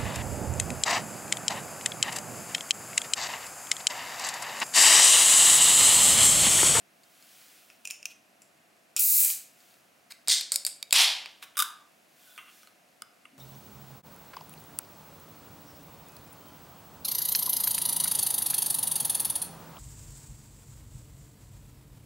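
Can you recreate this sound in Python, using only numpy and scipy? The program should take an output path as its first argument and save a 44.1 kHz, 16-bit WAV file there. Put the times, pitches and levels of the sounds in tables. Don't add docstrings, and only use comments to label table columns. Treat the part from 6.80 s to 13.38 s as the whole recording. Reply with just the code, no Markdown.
import sys
import numpy as np
from scipy import signal
from scipy.fft import rfft, irfft, next_fast_len
from scipy.io import wavfile

SR = 44100
rng = np.random.default_rng(int(sys.argv[2]) if len(sys.argv) > 2 else 0)


def persist_wave(psi):
    counts = np.round(np.clip(psi, -1, 1) * 32767).astype(np.int16)
    wavfile.write(sys.argv[1], SR, np.atleast_2d(counts).T)


N = 290123
TIME = np.arange(N) / SR

# (frequency [Hz], coherence)
AIR_TONE = [(15, -77), (25, -36), (195, -8), (301, -8.5), (439, -13), (714, -4.5), (863, -14), (1190, -13),
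            (1560, -13.5), (2690, -14), (3080, -19), (3430, -20.5), (5000, -22), (11600, -25),
            (16000, -33.5)]
AIR_LIKENESS = [(60, 0.78), (250, 0.6), (700, 0.25), (2000, 0.12), (6000, 0.91), (15000, 1)]
AIR_DB = -63
# (time [s], level [dB], bell half width [s])
HAND_MOVES = [(.62, -55.5, 0.21), (2.85, -63, 0.11), (4.6, -73.5, 1), (5.47, -61, 0.076),
              (5.77, -59, 0.071)]
# (frequency [Hz], relative level [dB per Hz])
SLEEVE_TONE = [(590, -34), (1000, -15), (1470, -4.5), (1830, -8), (2940, -4.5), (4360, -6.5), (14800, -8.5),
               (16000, -4.5)]
# (time [s], level [dB], brightness [dB per octave], note of the spot that gives way [Hz])
SNAPS = [(0.9011, -49, -7, 2490), (1.0535, -34.5, 6, 2690), (1.0738, -34, 4.5, 7100),
         (1.1088, -30.5, 6.5, 2620), (1.2285, -41.5, 3, 2700), (1.2555, -30, 4, 6250),
         (1.6196, -51, 7.5, 7600), (2.1644, -22.5, 12, 7550), (2.5015, -31, -2, 3100),
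         (3.321, -40.5, -2.5, 3880), (3.4748, -31.5, 1, 3870), (3.4831, -19, 5, 8620),
         (3.6106, -28.5, 3, 4200), (3.7195, -19, 4, 8300), (3.7415, -29.5, 6.5, 5250),
         (3.7587, -18, 7.5, 5050), (3.8499, -23, 7, 4600), (3.8654, -21, 5.5, 8280), (4.0275, -29, 2, 3790),
         (4.1084, -33, 0, 3400), (4.126, -15, 8.5, 3830), (4.1286, -14.5, 6.5, 2560),
         (4.459, -35.5, -9, 2500), (4.626, -40, 0.5, 2410), (5.578, -41, -0.5, 2320),
         (5.629, -57, -6, 1230), (5.832, -53, -1, 5700), (5.873, -51.5, 1, 4280), (6.2208, -35.5, 3, 5000)]
# (frequency [Hz], relative level [dB per Hz])
CRACK_TONE = [(10000, -4.5), (16000, -7.5)]
CRACK_T60, NOTE_T60 = .0075, .011
NOTE_DB = -4
# (nominal frequency [Hz], relative level [dB])
TAUT = [(1490, -10.5), (2590, 9), (5060, 2.5), (5600, 4), (6300, -0.5), (7100, 2.5), (8900, 0), (11000, -7)]
CRACKED = [(2320, -4), (3800, -5.5), (4600, 3), (5100, 1), (7080, 1), (8200, 0), (9700, -5.5),
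           (11500, -3.5)]
TEARING = [(1200, -2.5), (1520, -5.5), (3850, -1.5), (5080, -7)]
OPEN = [(1260, 5), (1520, -2), (2150, -4), (2900, -2), (3450, -3.5), (9400, -1.5)]
CRACKED_S, TEARING_S, OPEN_S = 2.3, 4.55, 5.2
# (time [s], level [dB], bell half width [s])
SKIDS = [(1.054, -43, 0.0032), (1.104, -40.5, 0.0026), (1.257, -34.5, 0.0016), (1.31, -56, 0.012),
         (3.312, -44.5, 0.005), (3.873, -35.5, 0.0027), (4.634, -44.5, 0.0071)]
# (time [s], level [dB], decay constant [s])
RIPS = [(2.164, -29.5, 0.038), (3.722, -35.5, 0.026), (4.7701, -27, 0.003), (4.7762, -21.5, 0.005),
        (4.79, -17.5, 0.0096), (4.801, -20, 0.0071), (4.8225, -19, 0.0036)]
# (time [s], approximate peak level [dB])
PUFFS = [(2.164, -30), (3.4823, -20.5), (4.1264, -18.5)]
# (time [s], attack constant [s], hold [s], top flow level [dB], swell [dB per s], fade [dB per s])
JETS = [(2.1905, 0.002, 0.22, -10, 38.5, 157), (2.36, .02, 0.091, -12.5, 51.5, 335),
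        (3.484, 0.0033, 0.042, -20, 140, 176.5), (4.127, .018, 0.086, -17.5, 8.5, 127.5)]
# (frequency [Hz], relative level [dB per Hz])
PINHOLE_TONE = [(300, -60), (1100, -49), (1700, -25.5), (2450, -11.5), (3300, -21), (3900, -7), (5700, -5),
                (6600, 1), (7900, 4), (8600, 1.5), (11000, 2), (13500, 10), (16000, 7)]
SURGE_TONE = [(900, -38), (1600, -17), (2400, -7.5), (3300, -12), (4500, -10), (8000, 6.5), (12000, 6),
              (16000, 3)]
SLIT_TONE = [(150, -57.5), (450, -27.5), (1300, -23), (2030, -7), (2600, -14), (3650, 3), (5200, 2),
             (5700, -2), (8800, -1), (10200, -13), (16000, -21)]
WIDE_TONE = [(200, -61.5), (560, -34), (760, -8), (1400, -15), (2000, -7.5), (3100, 1), (5200, -3),
             (6400, -9), (7000, -10), (10000, -11), (12000, -15.5), (16000, -29)]
GUSTS_PER_S = 110
# (time [s], level [dB], bell half width [s])
CREAKS = [(4.757, -48, 0.0019), (5.587, -43.5, 0.0051), (5.688, -57, 0.019), (6.454, -45.5, 0.0012)]
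# (time [s], level [dB], bell half width [s])
DRAG = [(5.55, -62, 0.087)]
# (frequency [Hz], width [Hz], relative level [dB])
DRAG_RINGS = [(1483, 23, -3), (3470, 180, -2)]
# (delay [s], level [dB])
ECHOES = [(.0041, -16.5), (.0088, -29.5), (0.0104, -16.5)]
# (frequency [Hz], T60 [s])
ROOM_T60 = [(300, 0.77), (1200, 0.51), (4000, 0.41), (8000, 0.33), (15000, 0.23)]
# (frequency [Hz], side over mid [dB])
ROOM_SIDE = [(300, -13.5), (1200, -7.5), (2300, -18.5), (4500, -12), (9000, -35.5), (15000, -34)]
SQUEEZE, SENSE_S, CEILING, EDGE_HZ = .68, .012, .7, 15960


def amp(db):
    return 10 ** (np.asarray(db) / 20)


def unit(x):
    return x / np.sqrt(np.mean(x ** 2) + 1e-20)


def struck(x):
    return x / np.sqrt(np.mean(x[:176] ** 2))


def read(points, hz):
    f, value = np.transpose(points)
    return np.interp(np.log(hz + 1), np.log(f + 1), value)


def colour(x, points):
    size = next_fast_len(len(x))
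    gain = amp(read(points, np.fft.rfftfreq(size, 1 / SR)))
    return irfft(rfft(x, size) * gain, size)[:len(x)]


def low_pass(hz):
    return signal.butter(2, hz, fs=SR, output="sos")


def high_pass(order, hz):
    return signal.butter(order, hz, "high", fs=SR, output="sos")


def wander(per_s):
    return unit(np.interp(TIME * per_s, np.arange(8000), rng.standard_normal(8000)))


def add(mix, s, sound):
    part = mix[round(s * SR):][:len(sound)]
    part += sound[:len(part)]


def since(s):
    return np.maximum(TIME - s, 0)


def swells(rows):
    return sum(amp(db) * np.exp(-((TIME - s) / half) ** 2 / 2) for s, db, half in rows)


def jerks(rows):
    return sum(amp(db) * (TIME > s) * np.exp(-since(s) / decay) for s, db, decay in rows)


def lid(s):
    if s < CRACKED_S:
        return TAUT
    if s < TEARING_S:
        return CRACKED
    return TEARING if s < OPEN_S else OPEN


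def ring(modes, strike=1., detune=0.96, t60_1k=0.026, steepness=0.56):
    t = np.arange(3000)[:, None] / SR
    hz, db = np.transpose(modes)
    t60 = t60_1k * (hz / 1000) ** -steepness
    weight = strike * (-1) ** np.arange(len(hz))
    return (weight * amp(db - 60 * t / t60) * np.sin(2 * np.pi * hz * detune * t)).sum(1)


def slips(effort, modes, per_s, grit_db, tone, spread_db=3):
    happens = rng.random(N) < per_s / SR
    size = amp(spread_db * np.minimum(rng.exponential(1, N), 3)) * happens
    force = unit(size * rng.choice([-1, 1], N)) * effort
    body = ring(modes)
    rung = signal.oaconvolve(force, body / np.linalg.norm(body))[:N]
    return colour(rung + amp(grit_db) * force, tone)


def air():
    hz = np.fft.rfftfreq(N, 1 / SR)
    a, b = rfft(rng.standard_normal((2, N))) * amp(read(AIR_TONE, hz))
    same = np.clip(read(AIR_LIKENESS, hz), -1, 1)
    mid, side = a * np.sqrt(1 + same), b * np.sqrt(1 - same)
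    return amp(AIR_DB) * unit(irfft([mid + side, mid - side], N))


def sleeve(resting_db=-76, grain_db=0.5, ticks_per_s=25, tick_db=-11):
    grain = rng.standard_normal(N) * amp(grain_db * wander(550))
    rustle = unit(colour(grain, SLEEVE_TONE))
    touches = rng.standard_normal(N) * (rng.random(N) < ticks_per_s / SR)
    ticks = unit(signal.oaconvolve(touches, ring(CRACKED))[:N])
    return (amp(resting_db) + swells(HAND_MOVES)) * (rustle + amp(tick_db) * ticks)


def snaps(spread=0.015, strike_db=1.0, crack_db=7, rise_s=0.00017, bass_hz=1200,
          tilt_from_hz=2000, tilt_to_hz=9000):
    out, t = np.zeros(N), np.arange(3000) / SR
    onset = 1 - np.exp(-t / rise_s)
    for s, db, brightness, note_hz in SNAPS:
        modes = lid(s)
        place, pressure = rng.standard_normal((2, len(modes)))
        rung = ring(modes, amp(strike_db * place), 1 + spread * pressure)
        crack = amp(crack_db - 60 * t / CRACK_T60) * colour(rng.standard_normal(len(t)), CRACK_TONE)
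        hit = (rung + crack) * onset
        hit = signal.sosfilt(high_pass(2, bass_hz), hit)
        tilt = [(tilt_from_hz, 0), (tilt_to_hz, brightness * np.log2(tilt_to_hz / tilt_from_hz))]
        hit = colour(np.pad(hit, (0, len(t))), tilt)[:len(t)]
        note = onset * amp(-60 * t / NOTE_T60) * np.cos(2 * np.pi * note_hz * t)
        add(out, s, amp(db) * struck(struck(hit) + amp(NOTE_DB) * struck(note)))
    return out


def skids():
    tone = [(300, -22), (2400, 1.5), (5000, -3.5), (16000, -6.5)]
    return sum(slips(swells([skid]), lid(skid[0]), per_s=4900, grit_db=4, tone=tone) for skid in SKIDS)


def tear():
    tone = [(650, -39.5), (1300, -2), (2500, -8), (3900, -1.5), (6000, -2), (9000, 5), (16000, 0)]
    return sum(slips(jerks([rip]), lid(rip[0]), per_s=2500, grit_db=-1.5, tone=tone) for rip in RIPS)


def puffs(push_s=0.00011):
    out, u = np.zeros(N), np.arange(1000) / SR / push_s
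    for s, db in PUFFS:
        add(out, s, amp(db) * 2 * u * (2 - u) * np.exp(-u))
    return out


def flow(row):
    s, attack_s, hold_s, top_db, swell, fade = row
    narrow_db = swell * np.maximum(hold_s - since(s), 0)
    spent_db = fade * since(s + hold_s)
    return (1 - np.exp(-since(s) / attack_s)) * amp(top_db - narrow_db - spent_db)


def jet(row, tone, dulling, sputter_db, knee_hz, gust_db=0.04):
    s, _, hold_s, _, _, fade = row
    sputtering = rng.standard_normal(N) * amp(sputter_db * wander(500))
    hiss = unit(colour(sputtering, tone))
    body = signal.sosfiltfilt(low_pass(knee_hz), hiss)
    treble = hiss - body
    body_db, treble_db = (gust_db * wander(GUSTS_PER_S) for _ in range(2))
    dulled_db = dulling * fade * since(s + hold_s)
    return flow(row) * (amp(body_db) * body + amp(treble_db - dulled_db) * treble)


def whistle(row, hz=9800, width_hz=450, db=-12, waver_hz=170, wavers_per_s=25, stall_db_per_s=120):
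    s, _, hold_s, *_ = row
    fuzz = unit(signal.sosfilt(low_pass(width_hz / 2), rng.standard_normal(N)))
    turns = np.cumsum(hz + waver_hz * wander(wavers_per_s)) / SR
    level = amp(db - stall_db_per_s * since(s + hold_s))
    return level * flow(row) * unit(fuzz * np.sin(2 * np.pi * turns))


def gas():
    pinhole, surge, slit, wide = JETS
    return (jet(pinhole, PINHOLE_TONE, dulling=0.31, sputter_db=0.1, knee_hz=8900)
            + whistle(pinhole)
            + jet(surge, SURGE_TONE, dulling=0.25, sputter_db=4.0, knee_hz=8000)
            + jet(slit, SLIT_TONE, dulling=0.32, sputter_db=2.4, knee_hz=5725)
            + jet(wide, WIDE_TONE, dulling=0.52, sputter_db=1.5, knee_hz=5600))


def wall(hz=560, share_db=-38, t60=.2):
    return sum(amp(db + share_db - 60 * since(s) / t60) * np.sin(2 * np.pi * hz * since(s))
               for s, db, *_ in SNAPS if lid(s) is CRACKED)


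def creaks():
    tone = [(500, -24), (1200, -4.0), (2700, 9.5), (4600, -5.5), (12000, 0.0)]
    return slips(swells(CREAKS), OPEN, per_s=2100, grit_db=-38.0, tone=tone)


def pop(s=4.7945, db=-14.5, hz=1130, t60=0.039, rise_s=0.0042, sag_hz=200, settle_s=0.0045,
        hollow_hz=1195, hollow_db=-29, hollow_t60=0.19):
    t = since(s)
    turns = np.cumsum(hz + sag_hz * np.exp(-t / settle_s)) / SR
    flap = amp(db - 60 * t / t60) * np.sin(2 * np.pi * turns)
    hollow = amp(hollow_db - 60 * t / hollow_t60) * np.sin(2 * np.pi * hollow_hz * t)
    return (1 - np.exp(-t / rise_s)) * (flap + hollow)


def skin(s=5.54, db=-60, half_s=0.1, above_hz=8000):
    hiss = signal.sosfilt(high_pass(2, above_hz), rng.standard_normal(N))
    return swells([(s, db, half_s)]) * unit(hiss)


def drag():
    friction = rng.standard_normal(N)
    sung = np.zeros(N)
    for hz, width, db in DRAG_RINGS:
        sung += amp(db) * unit(signal.lfilter(*signal.iirpeak(hz, hz / width, fs=SR), friction))
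    return swells(DRAG) * unit(sung)


def hum(s=6.52, db=-64, hz=250, width_hz=90):
    band = signal.iirpeak(hz, hz / width_hz, fs=SR)
    humming = signal.lfilter(*band, signal.lfilter(*band, rng.standard_normal(N)))
    return amp(db) * (TIME > s) * unit(humming)


def room(x, tail_db=-8, build_s=0.0028):
    t = np.arange(SR * 3 // 4) / SR
    hz, frame_s, z = signal.stft(rng.standard_normal((2, len(t))), SR, nperseg=256)
    decay = amp(-60 * frame_s / read(ROOM_T60, hz)[:, None])
    tails = signal.istft(z * decay, SR, nperseg=256)[1][:, :len(t)]
    tails = tails * (1 - np.exp(-(t / build_s) ** 2))
    mid, side = amp(tail_db) * tails / np.linalg.norm(tails[0])
    side = colour(side, ROOM_SIDE)
    for s, db in ECHOES:
        add(mid, s, amp([db]))
    thrown = x * unit(1 + .6 * wander(600))
    return x + signal.fftconvolve(thrown[None], np.array([mid + side, mid - side]), axes=1)[:, :N]


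def scene():
    can = snaps() + skids() + tear() + puffs() + gas() + wall() + creaks() + pop() + drag()
    can = signal.sosfilt(high_pass(3, 130), can)
    return room(can + sleeve() + skin()) + air() + hum()


def record(dry, threshold_db=-23.0, sense_hz=9500, low_cut_hz=55):
    treble = signal.sosfilt(high_pass(4, sense_hz), dry.mean(0))
    keep = np.exp(-1 / (SENSE_S * SR))
    power_db = 10 * np.log10(signal.lfilter([1 - keep], [1, -keep], treble ** 2) + 1e-14)
    ducked = dry * amp(-SQUEEZE * np.maximum(power_db - threshold_db, 0))
    rounded = ducked / (1 + (ducked / CEILING) ** 6) ** (1 / 6)
    thinned = signal.sosfilt(high_pass(2, low_cut_hz), rounded)
    band = signal.firwin(601, EDGE_HZ, window=("kaiser", 8), fs=SR)
    return signal.oaconvolve(thinned, band[None], "same")


dry = scene()
out = record(dry)
persist_wave(out)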